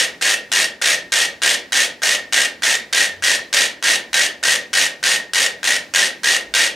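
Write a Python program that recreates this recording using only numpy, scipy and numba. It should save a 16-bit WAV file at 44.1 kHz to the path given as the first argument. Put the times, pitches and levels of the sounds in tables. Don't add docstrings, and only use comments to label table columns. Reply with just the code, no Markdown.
import sys
import numpy as np
from scipy import signal
from scipy.fft import rfft, irfft, next_fast_len
from scipy.io import wavfile
from scipy.ndimage import uniform_filter1d, minimum_filter1d
from numba import njit

SR = 44100
rng = np.random.default_rng(int(sys.argv[2]) if len(sys.argv) > 2 else 0)


def attenuation_scalar(level_db):
    decades = np.asarray(level_db, float) / 20
    return 10 ** decades


def persist_wave(psi):
    counts = np.round(np.clip(psi, -1, 1) * 32767).astype(np.int16)
    wavfile.write(sys.argv[1], SR, np.atleast_2d(counts).T)


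N = 297675
LEAD_IN = 4410

# leader_start_s, crowd_level_db, leader_level_db
BEATS = [(-0.0843, -13.5, -22), (0.2115, -14, -18), (0.5173, -13, -9.5), (0.815, -13, -16),
         (1.1205, -13.5, -8), (1.4185, -13, -12), (1.7216, -13.5, -10), (2.0194, -13.5, -19),
         (2.3248, -14, -10), (2.6218, -13.5, -18), (2.927, -13, -8.5), (3.2234, -13, -15.5),
         (3.5281, -13, -8.5), (3.8257, -12.5, -12.5), (4.1306, -13.5, -11), (4.4284, -12.5, -16),
         (4.731, -13, -12), (5.0283, -12.5, -15.5), (5.3345, -13.5, -6.5), (5.6305, -14.5, -16),
         (5.9377, -13.5, -8), (6.2335, -13, -14.5), (6.539, -13, -8)]
# after_leader_s, level_db
CROWD_SWELL = [
    (.018, -4.5),
    (0.033, -2),
    (.05, 0),
    (.095, -1.5),
    (.115, -3.5),
    (0.127, -4.5),
    (.138, -9.5),
]
# start_s, level_db
NEAREST = [(0.0005, -6.5), (0.2248, -5), (0.526, -6), (0.8223, -6.5), (1.127, -6), (1.434, -5),
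           (1.7299, -5.5), (2.0331, -5), (2.3327, -4.5), (2.636, -6), (2.9326, -5), (3.2384, -5),
           (3.5383, -4.5), (3.8402, -4.5), (4.142, -3.5), (4.4367, -6), (4.7377, -5.5), (5.0392, -9.5),
           (5.3465, -7.5), (5.6418, -10.5), (5.9484, -3.5), (6.2428, -8), (6.5498, -3.5)]
# start_s, level_db
STRAGGLER = [(0.0494, -16), (0.3409, -9), (0.6515, -13), (0.945, -13.5), (1.2521, -17), (1.546, -17),
             (1.8523, -14), (2.149, -10), (2.455, -12), (2.753, -9), (3.0583, -19), (3.3548, -9),
             (3.6595, -12), (3.9567, -9.5), (4.2637, -11), (4.5596, -11), (4.8651, -13), (5.161, -11.5),
             (5.463, -8.5), (5.764, -10), (6.0722, -13.5), (6.365, -9.5), (6.6744, -12)]
# after_leader_s, slip_s_per_s, level_db, cavity_ring_db
SWING_RIGHT = [(.018, 0.0008, -7, -13), (.023, 0.00053, -13.5, -3), (.029, .0003, -21, 2),
               (.037, .0002, -14.5, -12.5), (.044, .0002, -8, -5), (.053, .0002, -12, 1),
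               (.062, 0.00022, -16, 2), (.082, .0002, -7, -6.5), (.089, .0002, -12, -6),
               (.1, 0.00018, -12.5, -12), (.11, .0002, -14, -8.5), (.126, .0002, -17, -10.5),
               (.171, 0.00022, -30, 8)]
# after_leader_s, slip_s_per_s, level_db, cavity_ring_db
SWING_LEFT = [(.008, 0.001, -11, -5), (.021, 0.0032, -10.5, -6), (.027, .0003, -16, -3),
              (.031, -0.0048, -13, -8), (.043, .0002, -9, -3.5), (.049, -.0003, -13.5, -3.5),
              (.058, .0002, -12.5, -3), (.074, .0002, -11.5, 0.5), (.084, .0002, -12.5, -6),
              (.092, .0002, -9.5, -12), (.102, .0002, -12, -6), (.112, .0002, -15, -8),
              (.122, .0002, -21.5, -10), (.174, .0001, -28.5, 8.5)]
# pitch_hz, level_db, t60_s
CASE_MODES = [(2350, -6, .03), (2780, -2, .03), (3300, -2, .025), (3850, -3, .025), (4400, -5, .02),
              (4900, -5, .02), (5500, -7, .02), (6100, -4, .02), (6750, -4, .02), (8450, -5, .009),
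              (9300, -10, .008)]
# pitch_hz, level_db, t60_s
COMMON_CAVITY = (1860, 5.24, 0.06)
# pitch_hz, level_db, t60_s, thinning_out_s
DEEP_CAVITY = (1590, 0.92, 0.16, 0.057)
# freq_hz, level_db
CRACK = [(200, -58), (550, -13.5), (1100, -23.5), (2000, -3), (3500, -6), (6800, -8.5), (7700, -13.5),
         (8500, -10.5), (11900, -29), (16000, -41)]
# freq_hz, gain_db
REACH = [(40, -46), (130, -23), (260, -7.5), (500, -3.5), (14000, 1.5), (16000, -10)]
# freq_hz, level_db, t60_s, side_minus_mid_db
ROOM = [(60, 5, .6, -32), (157, 11, 1, -31), (314, 6, 0.88, -23), (548, 9, 0.51, -16.5),
        (1034, -3, 0.41, -9.5), (1930, -0.5, 0.33, -7.5), (3140, 1, 0.28, -10.5), (5140, -3.5, 0.27, -14),
        (8500, -0.5, 0.17, -7.5), (12100, 2.5, 0.18, -13.5)]
# freq_hz, level_db_per_hz
AIR = [(25, -22), (40, -22), (56, 0.5), (100, -2.5), (160, 1), (300, 3.5), (600, -12.5), (1500, -10),
       (5000, -12), (16000, -29.5)]
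# centre_s, pitch_hz, level_db, half_length_s
THUDS = [
    (3.22, 92, -44.5, 0.081),
    (3.4, 99, -53, 0.044),
    (4.145, 60, -51.5, 0.063),
    (6.497, 54.9, -53, 0.075),
]


def colour(x, hz, db):
    size = next_fast_len(x.shape[-1])
    f = np.maximum(np.fft.rfftfreq(size, 1 / SR), 1)
    gain = attenuation_scalar(np.interp(np.log(f), np.log(hz), db))
    return irfft(rfft(x, size) * gain, size)[..., :x.shape[-1]]


def front_row(beat_s, row):
    wander_s, wander_db, wander_ring_db = .0015, 2, 3
    late_s, slip, db, ring_db = np.transpose(row)
    chance = np.clip(rng.standard_normal((len(beat_s), 3, len(row))), -2, 2)
    drift_s = slip * (beat_s[:, None] - beat_s.mean())
    s = beat_s[:, None] + late_s + drift_s + wander_s * chance[:, 0]
    level_db = db + wander_db * chance[:, 1]
    cavity_db = ring_db + wander_ring_db * chance[:, 2]
    return np.c_[s.ravel(), level_db.ravel(), cavity_db.ravel()]


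def roll(count=44):
    beat_s, crowd_db, leader_db = np.transpose(BEATS)
    leaders = np.c_[beat_s + .0003, leader_db - 2.5, -5.0 - leader_db]

    nearest = np.c_[NEAREST, np.full(len(NEAREST), -8.5)]
    straggler = np.c_[STRAGGLER, np.full(len(STRAGGLER), -2.5)]
    right = front_row(beat_s[::2], SWING_RIGHT)
    left = front_row(beat_s[1::2], SWING_LEFT)
    loud = np.r_[nearest, straggler, right, left] + [-.0004, -3.0, 6.0]

    late_s, late_db = np.transpose(CROWD_SWELL)
    chance = rng.standard_normal((len(beat_s), 2, count))
    place = np.linspace(late_s[0], late_s[-1], count) + .003 * chance[:, 0]
    place = np.clip(place, late_s[0], late_s[-1])
    db = crowd_db[:, None] - 0.5 + np.interp(place, late_s, late_db) + 0.78 * chance[:, 1]
    crowd = np.c_[(beat_s[:, None] + place).ravel(), db.ravel(), np.zeros(db.size)]

    ticks = np.r_[leaders, loud, crowd]
    own_beat = np.searchsorted(beat_s, ticks[:, 0]) - 1
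    return np.c_[ticks, ticks[:, 0] - beat_s[own_beat]]


@njit
def ring(start, size, share, turn, length, total):
    out = np.zeros((total, share.shape[1]))
    for j in range(len(start)):
        for m in range(len(length)):
            z = size[j, m] + 0j
            for i in range(start[j], min(start[j] + length[m], total)):
                for path in range(share.shape[1]):
                    out[i, path] += share[j, path] * z.imag
                z *= turn[j, m]
    return out.T


def metronomes(rattle_s=.0009, count=3, channels=3):
    s, db, ring_db, late = roll().T
    total = N + LEAD_IN
    leaders = len(BEATS)
    hz, mode_db, t60 = np.transpose(CASE_MODES + [COMMON_CAVITY, DEEP_CAVITY[:3]])

    own = rng.standard_normal((len(s), 2, len(hz)))
    own[:leaders, :, -2:] *= 0.53
    pitch_spread = np.r_[np.full(len(CASE_MODES), .05), .022, .025]
    level_spread_db = np.r_[np.full(len(CASE_MODES), 3.5), 1.5, 1.5]
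    pitch = hz * (1 + pitch_spread * own[:, 0])
    pitch[:, -1] *= 1 + 0.62 * late
    turn = np.exp(2j * np.pi * pitch / SR - np.log(1000) / (t60 * SR))
    turn[:leaders, -1] *= attenuation_scalar(-60 / (.08 * SR))

    level_db = db[:, None] + mode_db + level_spread_db * own[:, 1]
    level_db[:, -1] += ring_db - 10.6 * late / DEEP_CAVITY[3]
    level_db[:, -2] += ring_db - 12 * np.exp(-late / 0.0028)

    bounce = rng.random((len(s), count, 2))
    order = np.arange(count)
    blow_s = s[:, None] + rattle_s * (order + bounce[..., 0] * (order > 0))
    blows = LEAD_IN + (SR * blow_s).astype(int)
    strength = attenuation_scalar(-3.0 * order) * np.sign(bounce[..., 1] - .5)
    size = strength[..., None] * attenuation_scalar(level_db - 12.5)[:, None]
    size[:, 1:, -2:] *= attenuation_scalar(-11)
    size[..., -2:] *= attenuation_scalar(2.24)
    size = size.reshape(-1, len(hz))

    share = np.c_[np.ones(len(s)), np.sign(rng.standard_normal((len(s), channels - 1)))]
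    share = np.repeat(share, count, axis=0)
    turn = np.repeat(turn, count, axis=0)
    length = (.9 * t60 * SR).astype(int)
    cases = ring(blows.ravel(), size, share, turn, length, total)

    blow_power = attenuation_scalar(2 * db)[:, None] * strength ** 2
    power = np.bincount(blows.ravel(), blow_power.ravel(), total + SR)[:total]
    envelope = np.sqrt(signal.lfilter([1], [1, -np.exp(-1 / (0.0012 * SR))], power))
    crack = colour(envelope * rng.standard_normal(cases.shape), *np.transpose(CRACK))
    return colour(cases + attenuation_scalar(10.0) * crack, *np.transpose(REACH))


def room(paths, length_s=.45, build_s=0.0015):
    hz, db, t60, side_db = np.transpose(ROOM)
    t = np.arange(int(length_s * SR)) / SR
    log_f = np.log(np.maximum(np.fft.rfftfreq(len(t), 1 / SR), 1))
    noise = rfft(rng.standard_normal((len(paths), 2, len(t))))
    echoes = 0
    for k, alone in enumerate(np.eye(len(hz))):
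        band = irfft(noise * np.interp(log_f, np.log(hz), alone), len(t))
        level = attenuation_scalar([[db[k]], [db[k] + side_db[k]]]) / np.sqrt(t60[k] * SR / 6)
        echoes = echoes + band * level * attenuation_scalar(-60 * t / t60[k])
    echoes = echoes * (1 - np.exp(-t / build_s))
    wet = signal.fftconvolve(paths[:, None], echoes, axes=2)
    return wet[..., :paths.shape[1]].sum(axis=0)


def air(level_db=-49.5, swell_db=2.0, swell_s=0.13):
    t = np.arange(N) / SR
    hz, _, _, side_db = np.transpose(ROOM)
    hiss = colour(rng.standard_normal((2, N)), *np.transpose(AIR))
    knots = np.arange(0, t[-1] + 1, swell_s)
    swell = np.interp(t, knots, rng.standard_normal(len(knots)))
    hiss = hiss * attenuation_scalar(level_db + swell_db * swell) / hiss.std()
    hiss[1] = colour(hiss[1], hz, side_db + 6.0)
    for s, thud_hz, db, half_s in THUDS:
        swelling = np.exp(-((t - s) / half_s) ** 2)
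        hiss[0] += attenuation_scalar(db) * swelling * np.sin(2 * np.pi * thud_hz * t)
    return hiss


def scene():
    hz, _, _, side_db = np.transpose(ROOM)
    paths = metronomes()
    direct = np.array([paths[0], colour(paths[1], hz, side_db - 5.5)])
    ticking = direct + attenuation_scalar(-3.5) * room(paths)
    mid, side = ticking[:, LEAD_IN:] + air()
    return np.array([mid + side, mid - side])


def roll_off(x):
    return signal.sosfilt(signal.butter(12, 16480, fs=SR, output="sos"), x)


def record(dry, narrow_hz=4400, loud_db=-24, lag_s=0.033):
    left, right = np.tanh(0.88 * dry) / 0.96
    mid, side = (left + right) / 2, (left - right) / 2

    lag = int(lag_s * SR)
    power = uniform_filter1d(mid ** 2, lag // 2)
    lasting = minimum_filter1d(power, lag, origin=(lag - 1) // 2)
    fold = uniform_filter1d(1. * (lasting > attenuation_scalar(2 * loud_db)), lag // 4)
    treble = colour(side, [0.16 * narrow_hz, narrow_hz], [-60, 0])
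    side = side - 0.59 * fold * treble

    side = colour(side, [50, 250], [-14, 0])
    mid = colour(mid, [18, 40], [-9, 0])
    top_cut = signal.ellip(10, .2, 70, 15800, fs=SR, output="sos")
    mix = signal.sosfiltfilt(top_cut, [mid + side, mid - side])
    return roll_off(mix)


dry = scene()
out = record(dry)
persist_wave(out)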